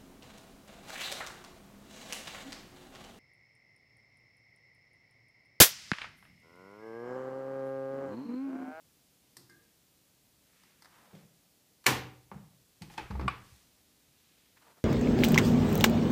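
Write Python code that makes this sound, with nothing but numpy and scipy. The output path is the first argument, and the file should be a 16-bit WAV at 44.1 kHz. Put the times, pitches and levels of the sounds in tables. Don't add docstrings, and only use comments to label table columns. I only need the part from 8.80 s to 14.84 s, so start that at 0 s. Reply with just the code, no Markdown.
import sys
import numpy as np
from scipy import signal
from scipy.fft import rfft, irfft
from scipy.io import wavfile

SR = 44100
rng = np.random.default_rng(int(sys.argv[2]) if len(sys.argv) > 2 else 0)


def bounce(signal):
    frames = np.transpose(np.atleast_2d(signal))
    limited = np.clip(frames, -1, 1)
    pcm = np.round(limited * 32767).astype(np.int16)
    wavfile.write(sys.argv[1], SR, pcm)


N = 266408
TIME = np.arange(N) / SR
AGE = TIME[:int(.8 * SR)]
BAND_EDGES_HZ = np.geomspace(25, 16000, 29)
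BAND_HZ = np.sqrt(BAND_EDGES_HZ[1:] * BAND_EDGES_HZ[:-1])
BANDS = [signal.butter(2, edges, "band", fs=SR, output="sos") for edges in zip(BAND_EDGES_HZ, BAND_EDGES_HZ[1:])]


def amp(db):
    return 10 ** (np.asarray(db) / 20)


def at_hz(points, hz):
    f, value = np.transpose(points)
    return np.interp(np.log(hz), np.log(f), value)


def high_pass(sound, order, cut_hz):
    return signal.sosfilt(signal.butter(order, cut_hz, "high", fs=SR, output="sos"), sound)


def band_gains(spectrum):
    gain = amp(at_hz(spectrum, BAND_HZ))
    power = np.sum(gain ** 2 * np.diff(BAND_EDGES_HZ)) * 2 / SR
    return gain / np.sqrt(power)


def hiss(spectrum):
    white = rng.standard_normal((2, N))
    out = np.zeros(N)
    for k, (sos, gain) in enumerate(zip(BANDS, band_gains(spectrum))):
        out += gain * signal.sosfilt(sos, white[k % 2])
    return out


def fade(t60_s):
    return np.exp(-np.log(1000) * AGE / t60_s)


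def ring(modes):
    return sum((-1) ** k * amp(db) * fade(t60_s) * np.sin(2 * np.pi * hz * AGE)
               for k, (hz, db, t60_s) in enumerate(modes))


def add(out, s, sound):
    at = int(s * SR)
    out[at:at + len(sound)] += sound[:N - at]


def hardness(hz, bass_db, treble_db, bass_hz=350, treble_hz=3500):
    return bass_db / (1 + (hz / bass_hz) ** 4) + treble_db / (1 + (treble_hz / hz) ** 4)


def resonances(hz, peaks):
    return sum(db / (1 + (2 * (hz - centre_hz) / width_hz) ** 2) for centre_hz, width_hz, db in peaks)


def filtered(sound, gain):
    cepstrum = irfft(np.log(gain))
    size = len(cepstrum)
    cepstrum[1:size // 2] *= 2
    cepstrum[size // 2 + 1:] = 0
    return irfft(rfft(sound, size) * np.exp(rfft(cepstrum)))[:len(sound)]


# frequency in Hz, t60 in seconds.
ROOM_DECAY = [(60, 0.97), (200, .5), (600, 0.52), (1500, 0.43), (3000, 0.42), (5500, .36), (9000, 0.27),
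              (15000, 0.32)]


def room_tail(build_s):
    white = rng.standard_normal((2, len(AGE)))
    dying = np.zeros(len(AGE))
    for k, t60_s in enumerate(at_hz(ROOM_DECAY, BAND_HZ)):
        dying += signal.sosfilt(BANDS[k], white[k % 2]) * fade(t60_s)
    return dying * (1 - np.exp(-AGE / build_s))


def blows(rows, colour, peaks, modes, contact_t60_s, room_db, snap_db, modes_db, build_s, thin_hz,
          tail_peak_share=0.18):
    out, hz = np.zeros(N), np.linspace(1, SR / 2, 32769)
    peaks_db = resonances(hz, peaks)
    body = amp(at_hz(colour, hz) + peaks_db)
    body /= np.sqrt(np.mean(body ** 2))
    diffuse = body * amp((tail_peak_share - 1) * peaks_db)
    diffuse /= np.sqrt(np.mean(diffuse ** 2))
    for s, level_db, bass_db, treble_db in rows:
        crack = rng.standard_normal(len(AGE)) * fade(contact_t60_s)
        crack[0] += amp(snap_db)
        crack = high_pass(crack, 2, thin_hz)
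        contact = amp(hardness(hz, bass_db, treble_db))
        direct = filtered(crack, body * contact)
        tail = filtered(room_tail(build_s), diffuse * contact)
        struck_modes = [(f, db + hardness(f, bass_db, treble_db) + rng.normal(0, 1), t60_s)
                        for f, db, t60_s in modes]
        add(out, s, amp(level_db) * (direct + amp(room_db) * tail + amp(modes_db) * ring(struck_modes)))
    return out


def stroke(s, length_s, level_db, rise_share=.42):
    phase = (TIME - s) / (length_s * np.where(TIME < s, rise_share, 1 - rise_share))
    return amp(level_db) * np.exp(1 - np.hypot(1, 2 * phase / np.sqrt(2)))


# frequency in Hz, relative density in dB per Hz.
ROOM_COLOUR = [(15, -41), (25, -17), (55, -3.5), (183, -1), (221, -4), (267, -1.5), (349, -8.5), (445, -8),
               (684, -11.5), (895, -15), (1200, -16), (1410, -17), (3830, -13.5), (14300, -16.5),
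               (15500, -18)]


def room_tone(level_db=-67.5):
    return amp(level_db) * hiss(ROOM_COLOUR)


# start in seconds, relative level in dB, bass in dB, treble in dB.
TICK_HITS = [(.568, -44, 13.5, 1.5), (.697, -53, 10, -3.5), (1.835, -49.5, -2, -17), (2.022, -45, -17, -10),
             (2.046, -45.5, -7, -14), (2.056, -41, -16, -24), (4.020, -41.5, 10, -8.5)]
# frequency in Hz, relative density in dB per Hz.
TICK_SPECTRUM = [(50, -29), (110, -9.5), (300, -5.5), (550, -13), (850, -6), (1300, -7.5), (1900, -12.5),
                 (2800, -17.5), (4700, -2), (6500, -9), (9000, -6.5), (11000, -14), (13500, -9.5),
                 (15500, -36)]
# centre in Hz, width in Hz, gain in dB.
TICK_RESONANCES = [(1830, 290, 8.1), (2046, 120, 7.1), (4580, 750, 4.5), (5060, 400, 6), (8800, 530, 8.3),
                   (13200, 760, 5)]
# frequency in Hz, relative level in dB, t60 in seconds.
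TICK_RING = [(132, -29, 0.65), (281, -26, 0.53), (352, -23.5, 0.63), (1984, -22.5, 0.19), (4640, -50, 0.12)]


def ticks():
    return blows(TICK_HITS, TICK_SPECTRUM, TICK_RESONANCES, TICK_RING, contact_t60_s=0.037,
                 room_db=-13, snap_db=-9, modes_db=-2.5, build_s=0.01, thin_hz=247)


# frequency in Hz, relative level in dB, t60 in seconds.
TING_RING = [(342.5, 2, 0.11), (463, -20, 0.96), (1200, -11, 0.16), (1563, -4.5, 0.31), (1650, -5.5, 0.32),
             (1612, -7, 0.45), (1780, -9, 0.13), (1850, -13, .4), (2090, -7.5, 0.15)]


def ting(start_s=.692, level_db=-53.5, rise_s=0.0066, direct_db=-2, room_db=-4):
    out, tail = np.zeros(N), room_tail(rise_s)
    direct = (1 - np.exp(-AGE / rise_s)) * ring(TING_RING)
    echoes = signal.fftconvolve(direct, tail / np.linalg.norm(tail))[:len(AGE)]
    add(out, start_s, amp(level_db) * (amp(direct_db) * direct + amp(room_db) * echoes))
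    return out


# peak in seconds, length in seconds, relative level in dB, centre in Hz.
RUSTLE_STROKES = [(1.828, 0.35, -69, 1930), (2.16, 0.13, -62, 1080), (2.274, 0.21, -63.5, 690),
                  (5.53, 0.56, -71, 2600), (5.774, 0.021, -62.5, 1400), (5.825, 0.034, -61.5, 930),
                  (5.883, 0.082, -61, 746), (5.98, 0.03, -62, 746)]


def rustle(width_octaves=1.0, grain_db=1.5, trim_db=-5.0):
    power = np.array([stroke(s, length_s, db) ** 2 for s, length_s, db, _ in RUSTLE_STROKES]) + 1e-18
    total_power = power.sum(axis=0)
    centre_hz = np.array(RUSTLE_STROKES)[:, -1] @ power / total_power
    grain = np.interp(TIME, np.linspace(0, TIME[-1], 900), rng.standard_normal(900))
    white, octave = rng.standard_normal((2, N)), np.log2(centre_hz)
    out = np.zeros(N)
    for k, (sos, hz) in enumerate(zip(BANDS, BAND_HZ)):
        out += signal.sosfilt(sos, white[k % 2]) / (1 + ((np.log2(hz) - octave) / width_octaves) ** 2)
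    return out * np.sqrt(total_power * SR / centre_hz) * amp(trim_db + grain_db * grain)


# start in seconds, relative level in dB, bass in dB, treble in dB.
BUMP_HITS = [(2.19, -55.5, 1, -9), (2.332, -51.5, 8, -5), (2.351, -45, -7, -5), (2.388, -50, -7.5, -7),
             (3.517, -47.5, 5.5, -20), (3.542, -48, 9.5, -14), (4.012, -51.5, 12, -17),
             (4.303, -37, 4, -22)]
# frequency in Hz, relative density in dB per Hz.
BUMP_SPECTRUM = [(40, -25.5), (90, -19), (170, -1), (280, -18), (550, -19.5), (1000, -35.5), (2200, -28.5),
                 (6000, -35), (14000, -48.5)]
# centre in Hz, width in Hz, gain in dB.
BUMP_RESONANCES = [(155, 50, 3), (500, 95, 4)]
# frequency in Hz, relative level in dB, t60 in seconds.
BUMP_RING = [(152, -12, 0.54), (198.2, -2.5, 0.34)]


def bumps():
    return blows(BUMP_HITS, BUMP_SPECTRUM, BUMP_RESONANCES, BUMP_RING, contact_t60_s=0.06,
                 room_db=-7.5, snap_db=4.0, modes_db=-6, build_s=0.0092, thin_hz=60.1)


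# start in seconds, relative level in dB,
# bass in dB, treble in dB.
BOLT_HITS = [(3.0415, -52, -22, 2), (3.0603, -29.5, -13, -4.5), (3.0625, -26.5, -6, -2),
             (3.0652, -14, -0.5, 1.5)]
# frequency in Hz, relative density in dB per Hz.
LOCK_SPECTRUM = [(30, -29), (60, -14), (125, -6.5), (220, -3.5), (370, -4), (540, -6.5), (650, -15),
                 (790, -6), (1400, -9), (2400, -6.5), (3400, -11.5), (6000, -15.5), (9500, -19.5),
                 (15000, -22)]
# centre in Hz, width in Hz, gain in dB.
LOCK_RESONANCES = [(730, 43, 1), (903, 52, 6.5), (1013, 80, 6), (1147, 100, 7), (1760, 40, 11.5),
                   (2090, 40, 3.5), (2300, 110, 7), (2970, 24, 0.5), (4310, 200, 7.5), (5900, 210, 5.5),
                   (7310, 100, 11.5), (10500, 60, 9)]
# frequency in Hz, relative level in dB, t60 in seconds.
CABINET_RING = [(125, -19.5, 0.72), (137, -27.5, 0.36), (183.4, -22.5, 0.58), (301.5, -24, 0.86),
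                (293, -23, .35), (375.4, -19, 0.39), (766, -16, 0.51), (1075, -23.5, .36),
                (1454, -27.5, 0.45), (1872, -24.5, .38), (2220, -27.5, .3), (2692, -21.5, 0.11),
                (2980, -27, 0.17), (4490, -32, 0.31), (5770, -24.5, 0.2)]


def lock(rebounds=3, gap_s=.0076, drop_db=10, loss_db=0.5, treble_db=-6.5):
    stop_s, stop_db = BOLT_HITS[-1][:2]
    hits = list(BOLT_HITS)
    for k in range(rebounds):
        hits.append((stop_s + (k + 1) * gap_s, stop_db - drop_db - k * loss_db, 0, treble_db))
    return blows(hits, LOCK_SPECTRUM, LOCK_RESONANCES, CABINET_RING, contact_t60_s=0.046,
                 room_db=-10.5, snap_db=10.0, modes_db=-5.0, build_s=0.0049, thin_hz=400)


# start in
# seconds, relative level in dB, bass in dB, treble in dB.
KNOCK_HITS = [(3.515, -38, -11, -15), (4.308, -38.5, -1.5, 6), (4.3525, -41.5, 1, -6),
              (4.3955, -34.5, 3.5, -2), (4.411, -35, 4, -1.5)]
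# frequency in Hz, relative density in dB per Hz.
FRAME_SPECTRUM = [(40, -12), (130, 4), (330, 3.5), (480, -3.5), (620, -5.5), (840, 2.5), (1000, -3),
                  (1180, 0.5), (1500, -7.5), (2300, -9), (2900, -15.5), (5000, -21.5), (7500, -35),
                  (15000, -45.5)]
# centre in Hz, width in Hz, gain in dB.
FRAME_RESONANCES = [(503, 60, 6), (900, 160, 6.5), (1380, 70, -3), (2900, 970, -6.5)]


def knocks():
    return blows(KNOCK_HITS, FRAME_SPECTRUM, FRAME_RESONANCES, [], contact_t60_s=0.05,
                 room_db=-11.5, snap_db=7, modes_db=0, build_s=0.0061, thin_hz=149.4)


# start in seconds,
# relative level in dB, sharpness in dB.
ROCKS = [(3.534, -53, -14), (4.016, -51, -9), (4.585, -61, 10), (4.715, -54.5, -7)]
# frequency in Hz, relative level in dB, t60 in seconds.
SEAL_RING = [(64, -0.5, 0.26), (93.5, 6.5, .07), (132, -6.5, 0.086), (194.8, -7, 0.2), (282, -16.5, .08),
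             (381, -19, 0.12)]


def seal(slips_hz=65.3, start_s=4.302, free_s=4.463, pull_db=-39.5, breakaway_db=6, breakaway_s=.013,
         peel_s=4.385, peel_rise_s=0.028, drag_sharp_db=-7, peel_sharp_db=10, chatter_db=-9, low_cut_hz=53):
    late, size_db = (rng.standard_normal((40, 2)) * [.07, 1.5]).T
    age_s = np.arange(len(late)) / slips_hz
    times = start_s + age_s + late / slips_hz
    level_db = pull_db + breakaway_db * np.exp(-age_s / breakaway_s) + size_db
    sharp_db = np.interp(times, [peel_s, peel_s + peel_rise_s], [drag_sharp_db, peel_sharp_db])
    slips = np.column_stack([times, level_db, sharp_db])[times < free_s]
    chatter = [(s + .5 / slips_hz, db + chatter_db, sharp) for s, db, sharp in slips if s > peel_s]
    out, sway, shudder = np.zeros(N), ring(SEAL_RING[:2]), ring(SEAL_RING[2:])
    for s, db, sharp in [*slips, *chatter, *ROCKS]:
        add(out, s, amp(db) * (sway + amp(sharp) * shudder))
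    return high_pass(out, 4, low_cut_hz)


# start in seconds, relative level in dB, bass in dB, treble in dB.
HANDLE_HITS = [(4.020, -48, 2, 18), (4.0995, -47.5, -3, 2), (4.139, -52, 7, 12), (4.173, -50, 0, 6),
               (4.1785, -31, -3, 5), (4.196, -39, 3.5, 0)]
# frequency in Hz, relative density in dB per Hz.
HANDLE_SPECTRUM = [(35, 16), (70, 9), (150, -17), (330, 0), (600, -8), (800, -2), (1200, -5), (1900, -5.5),
                   (2500, -5.5), (3500, -15), (5000, -21.5), (7000, -28), (10000, -33.5), (15000, -43)]
# centre in Hz, width in Hz, gain in dB.
DOOR_RESONANCES = [(318, 34, 11), (853, 150, 12), (1210, 53, 2.1), (2220, 54, 7.4), (2443, 32, 11),
                   (3250, 170, 3), (4280, 880, 4.4)]
# frequency in Hz, relative level in dB, t60 in seconds.
DOOR_RING = [(124.2, -20.5, 0.98), (191.4, -16, 0.42), (767.5, -14, 0.16), (900, -7.5, 0.046),
             (2570, -16.5, .2)]


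def handle():
    return blows(HANDLE_HITS, HANDLE_SPECTRUM, DOOR_RESONANCES, DOOR_RING, contact_t60_s=.085,
                 room_db=-8.5, snap_db=14, modes_db=-3.5, build_s=.009, thin_hz=150)


# peak in seconds, length in seconds, level in dB.
FINGER_STROKES = [(4.125, 0.031, -62.5), (4.18, 0.42, -69), (4.699, .26, -66), (5.104, 0.58, -77.5)]
# frequency in Hz, relative density in dB per Hz.
SLIDE_SPECTRUM = [(300, -2.5), (1500, -3), (4000, 0), (8000, -4), (15000, -12.5)]


def fingers():
    return sum(stroke(*row) for row in FINGER_STROKES) * hiss(SLIDE_SPECTRUM)


# start in seconds, relative level in dB,
# bass in dB, treble in dB.
LATCH_HITS = [(4.4797, -23.5, -2, 1.5), (4.4825, -26, -2, -2)]
# frequency in Hz, relative density in dB per Hz.
LATCH_SPECTRUM = [(40, -19.5), (120, 2.5), (220, -9), (400, -6.5), (600, -15), (780, -8.5), (1150, -2.5),
                  (1800, -8), (2500, -9), (3400, -16), (5000, -22), (6500, -35), (10000, -35),
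                  (15000, -51.5)]
# centre in Hz, width in Hz, gain in dB.
LATCH_RESONANCES = [(1160, 120, 13), (1460, 80, 7.8), (2260, 240, 5.1), (3680, 260, 7.3), (8000, 650, 12)]
# frequency in Hz, relative level in dB, t60 in seconds.
LATCH_RING = [(195.1, -24.5, 0.83), (760, -14, 0.046), (1016, -7.5, 0.028), (1087, -37, 0.22),
              (1130, -29, .35), (1190, -1, 0.052), (1680, -33.5, 0.45), (2243, -24, 0.25),
              (2396, -11.5, 0.077), (2605, -26.5, .23)]


def latch():
    return blows(LATCH_HITS, LATCH_SPECTRUM, LATCH_RESONANCES, LATCH_RING, contact_t60_s=.03,
                 room_db=-18.5, snap_db=12, modes_db=2, build_s=0.0048, thin_hz=300.3)


def scene():
    movements = ticks() + ting() + rustle() + bumps() + fingers()
    door = lock() + knocks() + seal() + handle() + latch()
    return (room_tone() + movements + door)[None]


def record(dry, low_cut_hz=36, top_cut_hz=15400):
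    thinned = high_pass(dry, 2, low_cut_hz)
    return signal.sosfilt(signal.ellip(12, .1, 80, top_cut_hz, fs=SR, output="sos"), thinned)


dry = scene()
out = record(dry)
bounce(out)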